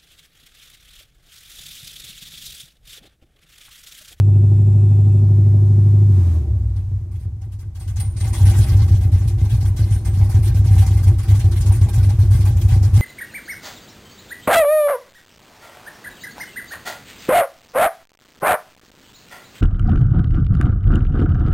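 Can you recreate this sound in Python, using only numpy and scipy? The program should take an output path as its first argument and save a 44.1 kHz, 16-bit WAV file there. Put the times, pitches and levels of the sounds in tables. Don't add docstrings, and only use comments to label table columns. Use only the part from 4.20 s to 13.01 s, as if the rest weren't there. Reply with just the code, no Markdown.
import sys
import numpy as np
from scipy import signal
from scipy.fft import rfft, irfft
from scipy.io import wavfile
from scipy.ndimage import uniform_filter1d, minimum_filter1d

SR = 44100
rng = np.random.default_rng(int(sys.argv[2]) if len(sys.argv) > 2 else 0)


def unload_audio(sound):
    columns = np.transpose(np.atleast_2d(sound))
    steps = np.round(np.clip(columns, -1, 1) * 32767)
    wavfile.write(sys.argv[1], SR, steps.astype(np.int16))


N = 388521
TIME = np.arange(N) / SR
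FREQS = np.maximum(np.fft.rfftfreq(N, 1 / SR), 1)

# t/s, firing rate f/Hz
ENGINE_SPEED = [(0, 100.3), (.6, 101.7), (1.2, 100.7), (1.88, 101.5), (2.02, 90), (2.25, 73), (2.5, 60),
                (2.9, 46), (3.6, 38.6), (4.0, 41.8), (4.4, 53), (5, 43.5), (5.85, 41.5), (6.6, 45),
                (6.9, 43)]


def from_db(db):
    return 10 ** (np.asarray(db) / 20)


def rms_one(x):
    return x / np.sqrt(np.mean(x ** 2) + 1e-20)


def short_rms(x, span_s):
    size = max(int(span_s * SR), 2)
    power = uniform_filter1d(uniform_filter1d(x * x, size), size)
    return np.sqrt(np.maximum(power, 0) + 1e-5 * np.mean(power))


def in_time(rows):
    return np.interp(TIME, *np.transpose(rows))


def over_hz(points):
    hz, value = np.transpose(points)
    return np.interp(np.log(FREQS), np.log(hz), value)


def drift(rate_hz):
    knots = np.arange(0, N + 200, 100)
    hz = np.fft.rfftfreq(len(knots), knots[1] / SR)
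    spectrum = rfft(rng.standard_normal(len(knots))) / (1 + (hz / rate_hz) ** 4)
    slow = irfft(spectrum, len(knots))
    return np.interp(np.arange(N), knots, rms_one(slow))


def resonate(x, modes):
    out = 0
    for k, (hz, width_hz, db) in enumerate(modes):
        r = np.exp(-np.pi * width_hz / SR)
        poles = [1, -2 * r * np.cos(2 * np.pi * hz / SR), r * r]
        gain = (-1) ** k * from_db(db) * (1 - r * r) / 2
        out = out + gain * signal.lfilter([1, 0, -1], poles, x + 1e-18)
    return out


def band(x, low_hz, high_hz, order):
    return signal.sosfilt(signal.butter(order, [low_hz, high_hz], "band", fs=SR, output="sos"), x)


def air_noise(gain, ripple_db):
    # f/Hz, likeness (0-1)
    likeness = [(200, 0.95), (900, 0.93), (1400, 0.88), (1900, 1), (2400, 0.17), (3500, 0.11), (4900, 0.17),
                (5900, 0.11), (8800, 0.25), (15000, 0.68)]
    # f/Hz, phase/rad
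    port_phase = [(200, -2.4), (2000, 0.47), (2700, 2), (4000, 0.25), (5100, -1.6), (5900, -0.92),
                  (12000, -1.05), (15500, -2)]
    alike = np.clip(over_hz(likeness), 0, 1)
    sign = np.array([[1], [-1]])
    shared_share, own_share = np.sqrt(1 + alike), sign * np.sqrt(1 - alike)
    mid, side = rfft(rng.standard_normal((2, N)))
    ports = shared_share * mid + own_share * side
    ports = ports * np.exp(.5j * sign * over_hz(port_phase))
    shared, own = rfft(rng.standard_normal((2, int(0.012 * SR))), N).real
    comb = rms_one(shared_share * shared + own_share * own)
    return rms_one(irfft(ports * gain * from_db(ripple_db * comb), N))


def firings(cycles, unevenness, scatter_db, jitter_s):
    burn_level = [0, -20, 0, -13, 2, -24, -5, -1, -24, 0, -22, 0, -2, -23, 1.5, -25]
    far_bank = [0, 1, 1, 0, 1, 0, 0, 1]
    far_bank_delay_s = .0041
    cylinder_pattern = np.array([-2.5, 0.0, 0.5, 0.0, -14.0, -2.0, -2, -1.0])
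    at = np.flatnonzero(np.diff(np.floor(cycles * len(cylinder_pattern))))
    uneven = unevenness[at]
    chance = rng.standard_normal((len(at), 2)) * uneven[:, None]

    burn_number = np.round(cycles[at] * len(cylinder_pattern)).astype(int)
    burn_db = np.take(burn_level, burn_number, mode="wrap")
    cylinder_db = (3.0 - uneven) * np.resize(cylinder_pattern, len(at))
    strength = from_db(cylinder_db + uneven * burn_db + scatter_db * np.minimum(chance[:, 0], 1.5))

    pipe_number = np.round(cycles[at] * len(far_bank)).astype(int)
    late_s = far_bank_delay_s * uneven * np.take(far_bank, pipe_number, mode="wrap")
    shift = ((late_s + jitter_s * chance[:, 1]) * SR).astype(int)
    clicks = np.zeros(N)
    clicks[np.clip(at + shift, 0, N - 1)] = strength
    return clicks


def drone(cycles):
    # t/s, relative level/dB
    drone_level = [(0, -13), (1.0, -13.5), (1.95, -12.5), (2.15, -17), (2.25, -20.5), (2.48, -22),
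                   (2.6, -42), (2.8, -74)]
    # multiple of the cycle rate, relative level/dB
    note_lines = [(3, -42), (4, -50), (5, -19.5), (6, -22.5), (7, -24.5), (8, 5.5), (9, -14.5), (10, -12),
                  (11, -20), (12, -13.5), (14, -23), (15, -30.5), (17, -34), (18, -23), (19, -25.5),
                  (20, -31), (22, -35), (24, -33), (26, -42), (27, -29.5), (28, -31), (29, -31.5),
                  (30, -30), (31, -33.5), (32, -39.5)]
    out = np.zeros(N)
    wavers = [drift(3.7) for k in range(5)]
    for k, (multiple, db) in enumerate(note_lines):
        waver_db = .7 if db < -10 else .25
        spread = 1 if multiple < 14 else .4
        phase = 2 * np.pi * (round(multiple) * cycles + spread * rng.random())
        out += from_db(db + waver_db * wavers[k % len(wavers)]) * np.sin(phase)
    return from_db(in_time(drone_level)) * out


def rasp(clicks, cycles, loping):
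    # t/s, relative level/dB
    rasp_level = [(0, -35.5), (1.85, -36), (2.2, -37.5), (2.5, -48), (3.0, -52), (3.55, -56), (3.95, -48),
                  (4.3, -35), (5.4, -42.5), (6.2, -38.5), (8.8, -39)]
    # f/Hz, width/Hz, relative level/dB
    rasp_modes = [(187.9, 8, 8), (243.4, 16, 1), (280.3, 22, -2.5), (342.6, 19.7, 3), (386, 17, -6),
                  (439.5, 29, -13.5), (608.4, 33, -12), (781.6, 40, -14), (1140, 270, -32.5)]
    puff_fall_s = 0.055
    gas = signal.lfilter([1], [1, -np.exp(-1 / (puff_fall_s * SR))], clicks + 1e-18)
    puff = gas * rng.standard_normal(N)
    throb = from_db(4.5 * (1 - loping) * np.cos(2 * np.pi * cycles))
    blows = throb * (clicks + (0.012 + .045 * loping) * puff)
    ringing = band(resonate(blows, rasp_modes), low_hz=144, high_hz=1200, order=2)
    return from_db(in_time(rasp_level)) * ringing / short_rms(ringing, span_s=0.24)


def air_rush(loping):
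    # t/s, relative level/dB
    rush_level = [(0, -63), (1.88, -58.5), (1.98, -54), (2.15, -55), (2.26, -64), (2.8, -67), (2.9, -71.5),
                  (3.5, -72), (3.9, -62.5), (8.8, -54.5)]
    # f/Hz, relative level/dB
    rush_colour = [(200, 1.5), (700, 6.5), (1100, 6), (1500, 0.5), (2100, -2), (2600, -0.5), (3100, -4),
                   (5500, -4.5), (7600, -4.5), (8600, -5.5), (9600, -7.5), (13000, -10), (15700, -15.5)]
    # f/Hz, width/Hz, level/dB against the rush
    whines = [(2620, 50, 7), (3546, 64, 8), (7600, 180, 5), (9540, 120, 6.5)]
    noise = air_noise(from_db(over_hz(rush_colour)), ripple_db=2.0)
    rush = from_db(in_time(rush_level) + 6.5) * noise
    return rush + (1 - loping) * resonate(np.roll(rush, SR, axis=1), whines)


def boom(clicks):
    # t/s, relative level/dB
    boom_level = [(2.3, -24), (3.0, -31), (3.5, -35), (4.3, -19), (5.8, -24), (6.5, -18.5)]
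    # middle t/s, half length/s, relative level/dB
    throbs = [(2.31, 0.14, -15), (2.584, 0.038, -17.0), (2.742, 0.081, -18), (3.015, 0.11, -21.5),
              (3.37, 0.23, -27), (3.803, 0.11, -17.0), (4.12, 0.1, -14.5), (4.265, 0.033, -4),
              (4.394, 0.032, -8.5), (4.59, 0.14, -8.5), (4.743, 0.016, -8.5), (4.84, 0.048, -11),
              (4.971, 0.031, -5.5), (5.073, 0.02, -8.5), (5.203, 0.051, -10), (5.354, 0.021, -3),
              (5.465, 0.044, -11), (5.613, 0.05, -11), (5.74, 0.02, -5.5), (5.875, 0.019, -10),
              (5.999, 0.065, -9.5), (6.179, 0.061, -9.0), (6.312, 0.032, -6.5), (6.402, 0.02, -9.5),
              (6.484, 0.075, -9), (6.61, 0.09, -6.5), (6.768, 0.0097, -8), (6.877, 0.069, -7.5),
              (7.131, 0.025, -4.5), (7.252, 0.081, -9.5), (7.42, 0.02, -5), (7.507, 0.029, -7),
              (7.61, 0.038, -7), (7.798, 0.034, -6), (7.887, 0.017, -6.5), (8.006, 0.077, -9.5),
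              (8.146, 0.04, -5), (8.312, 0.073, -9.5), (8.453, 0.013, -5), (8.541, 0.025, -2.5),
              (8.655, 0.051, -9.0), (8.77, 0.031, -6.5)]
    # f/Hz, width/Hz, relative level/dB, exponent with which it follows the throbs
    boom_modes = [(44, 4.3, -16, 0.42), (61.4, 5.8, -8, .8), (83.47, 11.9, -7, 0.61), (95.54, 13, 1, 1.05),
                  (117.6, 6.1, -13.5, 0.86), (156.8, 5.3, -29.5, 0.39)]
    power = from_db(in_time(boom_level)) ** 2
    for s, spread_s, db in throbs:
        span = slice(int((s - .5) * SR), int((s + .5) * SR))
        power[span] += from_db(db) ** 2 * np.exp(-((TIME[span] - s) / spread_s) ** 2)
    level = np.sqrt(power)
    average = short_rms(level, span_s=0.75)
    out = 0
    for hz, width_hz, db, follows in boom_modes:
        mode = [(hz, width_hz, 0)]
        ringing = resonate(resonate(clicks, mode), mode)
        steady = ringing / short_rms(ringing, span_s=.09)
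        out = out + from_db(db) * average * (level / average) ** follows * steady
    return out


def burst(age, length_s, rise_s, fall_db_per_s):
    return np.clip(age / rise_s, 0, 1) * from_db(-fall_db_per_s * np.maximum(age - length_s, 0))


def intake_power():
    # t/s, length/s, relative level/dB
    gulp_times = [(2.555, .012, -53.5), (2.908, 0.05, -56.5), (2.988, 0.045, -58), (3.209, 0.015, -55),
                  (3.313, 0.016, -54), (3.384, 0.022, -51.5), (3.545, 0.026, -51), (3.592, 0.019, -46),
                  (3.67, 0.014, -44), (3.755, 0.012, -40.5), (3.794, 0.0066, -35), (3.856, 0.08, -67),
                  (3.958, 0.027, -44), (3.996, 0.016, -38), (4.03, 0.048, -40), (4.124, 0.028, -35.5),
                  (4.174, 0.057, -39), (4.246, 0.07, -35.0), (4.33, 0.11, -37), (4.458, 0.071, -39.5),
                  (4.559, 0.048, -42.5), (4.611, 0.02, -39.5), (4.673, 0.019, -41), (4.708, 0.062, -45),
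                  (4.802, 0.037, -44), (4.913, 0.028, -43), (4.942, 0.108, -47), (5.07, 0.013, -40.5),
                  (5.174, 0.042, -46), (5.24, 0.02, -44.5), (5.29, 0.058, -40.5), (5.4, 0.012, -41.5),
                  (5.447, 0.012, -40), (5.559, 0.045, -41), (5.593, 0.16, -47), (5.699, 0.056, -42.5),
                  (5.843, 0.029, -39), (5.927, 0.133, -44.5), (6.088, 0.02, -37.5), (6.136, 0.034, -41),
                  (6.222, 0.072, -40), (6.339, 0.045, -43), (6.438, 0.046, -41), (6.503, 0.1, -43.5),
                  (6.575, 0.053, -36), (6.656, 0.014, -36.5), (6.7, 0.039, -41), (6.765, 0.026, -40.5),
                  (6.823, 0.021, -40.5), (6.868, 0.015, -39.0), (6.978, 0.018, -40), (7.025, 0.02, -41),
                  (7.075, 0.049, -38), (7.143, 0.014, -37.5), (7.189, 0.014, -37), (7.238, 0.014, -41.0),
                  (7.307, 0.013, -39.5), (7.353, 0.014, -38.5), (7.4, 0.013, -37), (7.454, 0.031, -39),
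                  (7.514, 0.041, -38.5), (7.607, 0.013, -37.5), (7.68, 0.013, -40), (7.726, 0.019, -37.5),
                  (7.774, 0.01, -37.5), (7.823, 0.022, -38), (7.886, 0.017, -38.5), (7.982, 0.063, -44),
                  (8.102, 0.069, -38.5), (8.199, 0.015, -39), (8.245, 0.035, -37.5), (8.361, 0.012, -41.5),
                  (8.407, 0.013, -37.5), (8.478, 0.066, -38), (8.62, 0.035, -39.5), (8.73, 0.02, -38),
                  (8.757, 0.038, -37)]
    power = np.zeros(N)
    for s, length_s, db in gulp_times:
        span = slice(int(s * SR), int((s + .5) * SR))
        swell = burst(TIME[span] - s, length_s, rise_s=0.0097, fall_db_per_s=267)
        power[span] += (from_db(db) * swell) ** 2
    return power


def shifting_hiss():
    # f/Hz, relative level/dB
    gulp_colour = [(200, -28), (400, -3), (700, -2.5), (1200, -2), (2000, -1), (3300, -0.5), (5000, -1),
                   (7500, -1), (9200, -1), (10500, -3), (13000, -4.5), (15700, -11)]
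    shares = from_db(10.0 * np.array([drift(9.2) for k in range(3)]))
    shares = shares / np.sqrt(np.sum(shares ** 2, axis=0))
    colour = from_db(over_hz(gulp_colour))
    return sum(share * air_noise(colour, ripple_db=5.0) for share in shares)


def gulps(clicks, power):
    # f/Hz, width/Hz, relative level/dB
    air_modes = [(619, 16, -18), (772.5, 15, -6.5), (808, 8, -13.5), (938, 67, -12), (1130, 73, -15),
                 (1582, 40, -15.5), (1695, 210, -21), (2082, 35, -14.5), (2395, 130, -16)]
    hiss = rfft(shifting_hiss())
    centres = np.geomspace(700, 14000, 9)
    out = 0
    for hz, share in zip(centres, np.eye(len(centres))):
        linger = np.exp(-hz / (9 * SR))
        swell = np.sqrt(signal.lfilter([1 - linger], [1, -linger], power + 1e-18))
        hiss_band = irfft(hiss * np.interp(FREQS, centres, share), N)
        out = out + swell * from_db(2.86 * drift(23.5)) * hiss_band

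    shake_speed_hz, shake_db_per_hz = 43.5, 1.2
    slowness_hz = np.maximum(shake_speed_hz - in_time(ENGINE_SPEED), 0)
    shake = np.sqrt(power) * from_db(-shake_db_per_hz * slowness_hz)
    for hz, width_hz, db in air_modes:
        blow = shake * from_db(db - 6.0 + 10.6 * np.tanh(drift(20.0))) * rng.standard_normal(N)
        out = out + resonate(blow, [(hz, width_hz, 0)]) * np.sqrt(SR / (np.pi * width_hz))
    flutter = rms_one(band(clicks, low_hz=30, high_hz=160, order=1))
    return from_db(-0.68 + .5 * flutter) * out


def whistles():
    # t/s, f/Hz, level/dB
    whistle_times = [(3.598, 8660, -48.5), (3.798, 9060, -32.5), (3.966, 8700, -39.5), (4.005, 8940, -38.5),
                     (4.127, 8980, -36), (4.255, 9660, -38), (4.405, 9450, -40), (5.72, 9000, -41.5),
                     (5.85, 8500, -41.5), (7.52, 8940, -37)]
    out = np.zeros((2, N))
    breathy = air_noise(1, ripple_db=2.0)
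    for s, hz, db in whistle_times:
        span = slice(int(s * SR), int((s + .5) * SR))
        tone = rms_one(band(breathy[:, span], hz * .98, hz / .98, order=2))
        swell = burst(TIME[span] - s, 0.0042, rise_s=0.0059, fall_db_per_s=180)
        out[:, span] += from_db(db) * tone * swell
    return out


def rattles(count=3):
    # t/s, relative level/dB
    knocks = [(4.412, -42), (5.245, -40), (5.444, -41), (6.014, -30.5), (6.564, -36), (6.622, -40),
              (6.868, -37), (7.136, -34.5), (7.51, -32.5), (7.674, -36), (7.892, -36), (8.255, -33.5),
              (8.564, -39)]
    # f/Hz, width/Hz, relative level/dB
    panel_modes = [(780, 22, -20), (820, 26, -3.5), (944, 30, -12.5), (1990, 30, -20), (2184, 34, -17.5)]
    touch_gap_s = .008
    s, db = np.transpose(knocks)
    steps = np.arange(count) + .25 * rng.standard_normal((len(s), count))
    touches_s = s[:, None] + touch_gap_s * steps
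    out = 0
    for hz, width_hz, mode_db in panel_modes:
        clicks = np.zeros(N)
        strike_db = db[:, None] + mode_db + 2.5 * rng.standard_normal(touches_s.shape)
        clicks[(touches_s * SR).astype(int)] = from_db(strike_db)
        out = out + resonate(clicks, [(hz, width_hz, 0)]) * SR / (2 * np.pi * width_hz)
    return out


def scene():
    cycles = np.cumsum(in_time(ENGINE_SPEED)) / SR / 8
    loping = in_time([(1.95, .1), (2.5, 1)])
    clicks = firings(cycles, loping, scatter_db=1.6, jitter_s=.0006)
    low = drone(cycles) + loping * from_db(-3.0) * boom(clicks)
    exhaust = low * from_db([[.12], [-.12]]) + rasp(clicks, cycles, loping) * from_db([[.6], [-.6]])
    apart = np.gradient(exhaust, axis=1) * SR * 3.3e-5 * np.array([[-1], [1]])
    intake = gulps(clicks, intake_power()) + whistles()
    return exhaust + apart + air_rush(loping) + intake + rattles()


def record(dry):
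    cutoff_hz = 15750
    headroom = np.minimum(1, .9 / (np.abs(dry).max(axis=0) + 1e-9))
    gain = uniform_filter1d(minimum_filter1d(headroom, size=900), size=900)
    top_cut = signal.ellip(10, .1, 80, cutoff_hz, fs=SR, output="sos")
    return signal.sosfilt(top_cut, dry * gain)


dry = scene()
out = record(dry)
unload_audio(out)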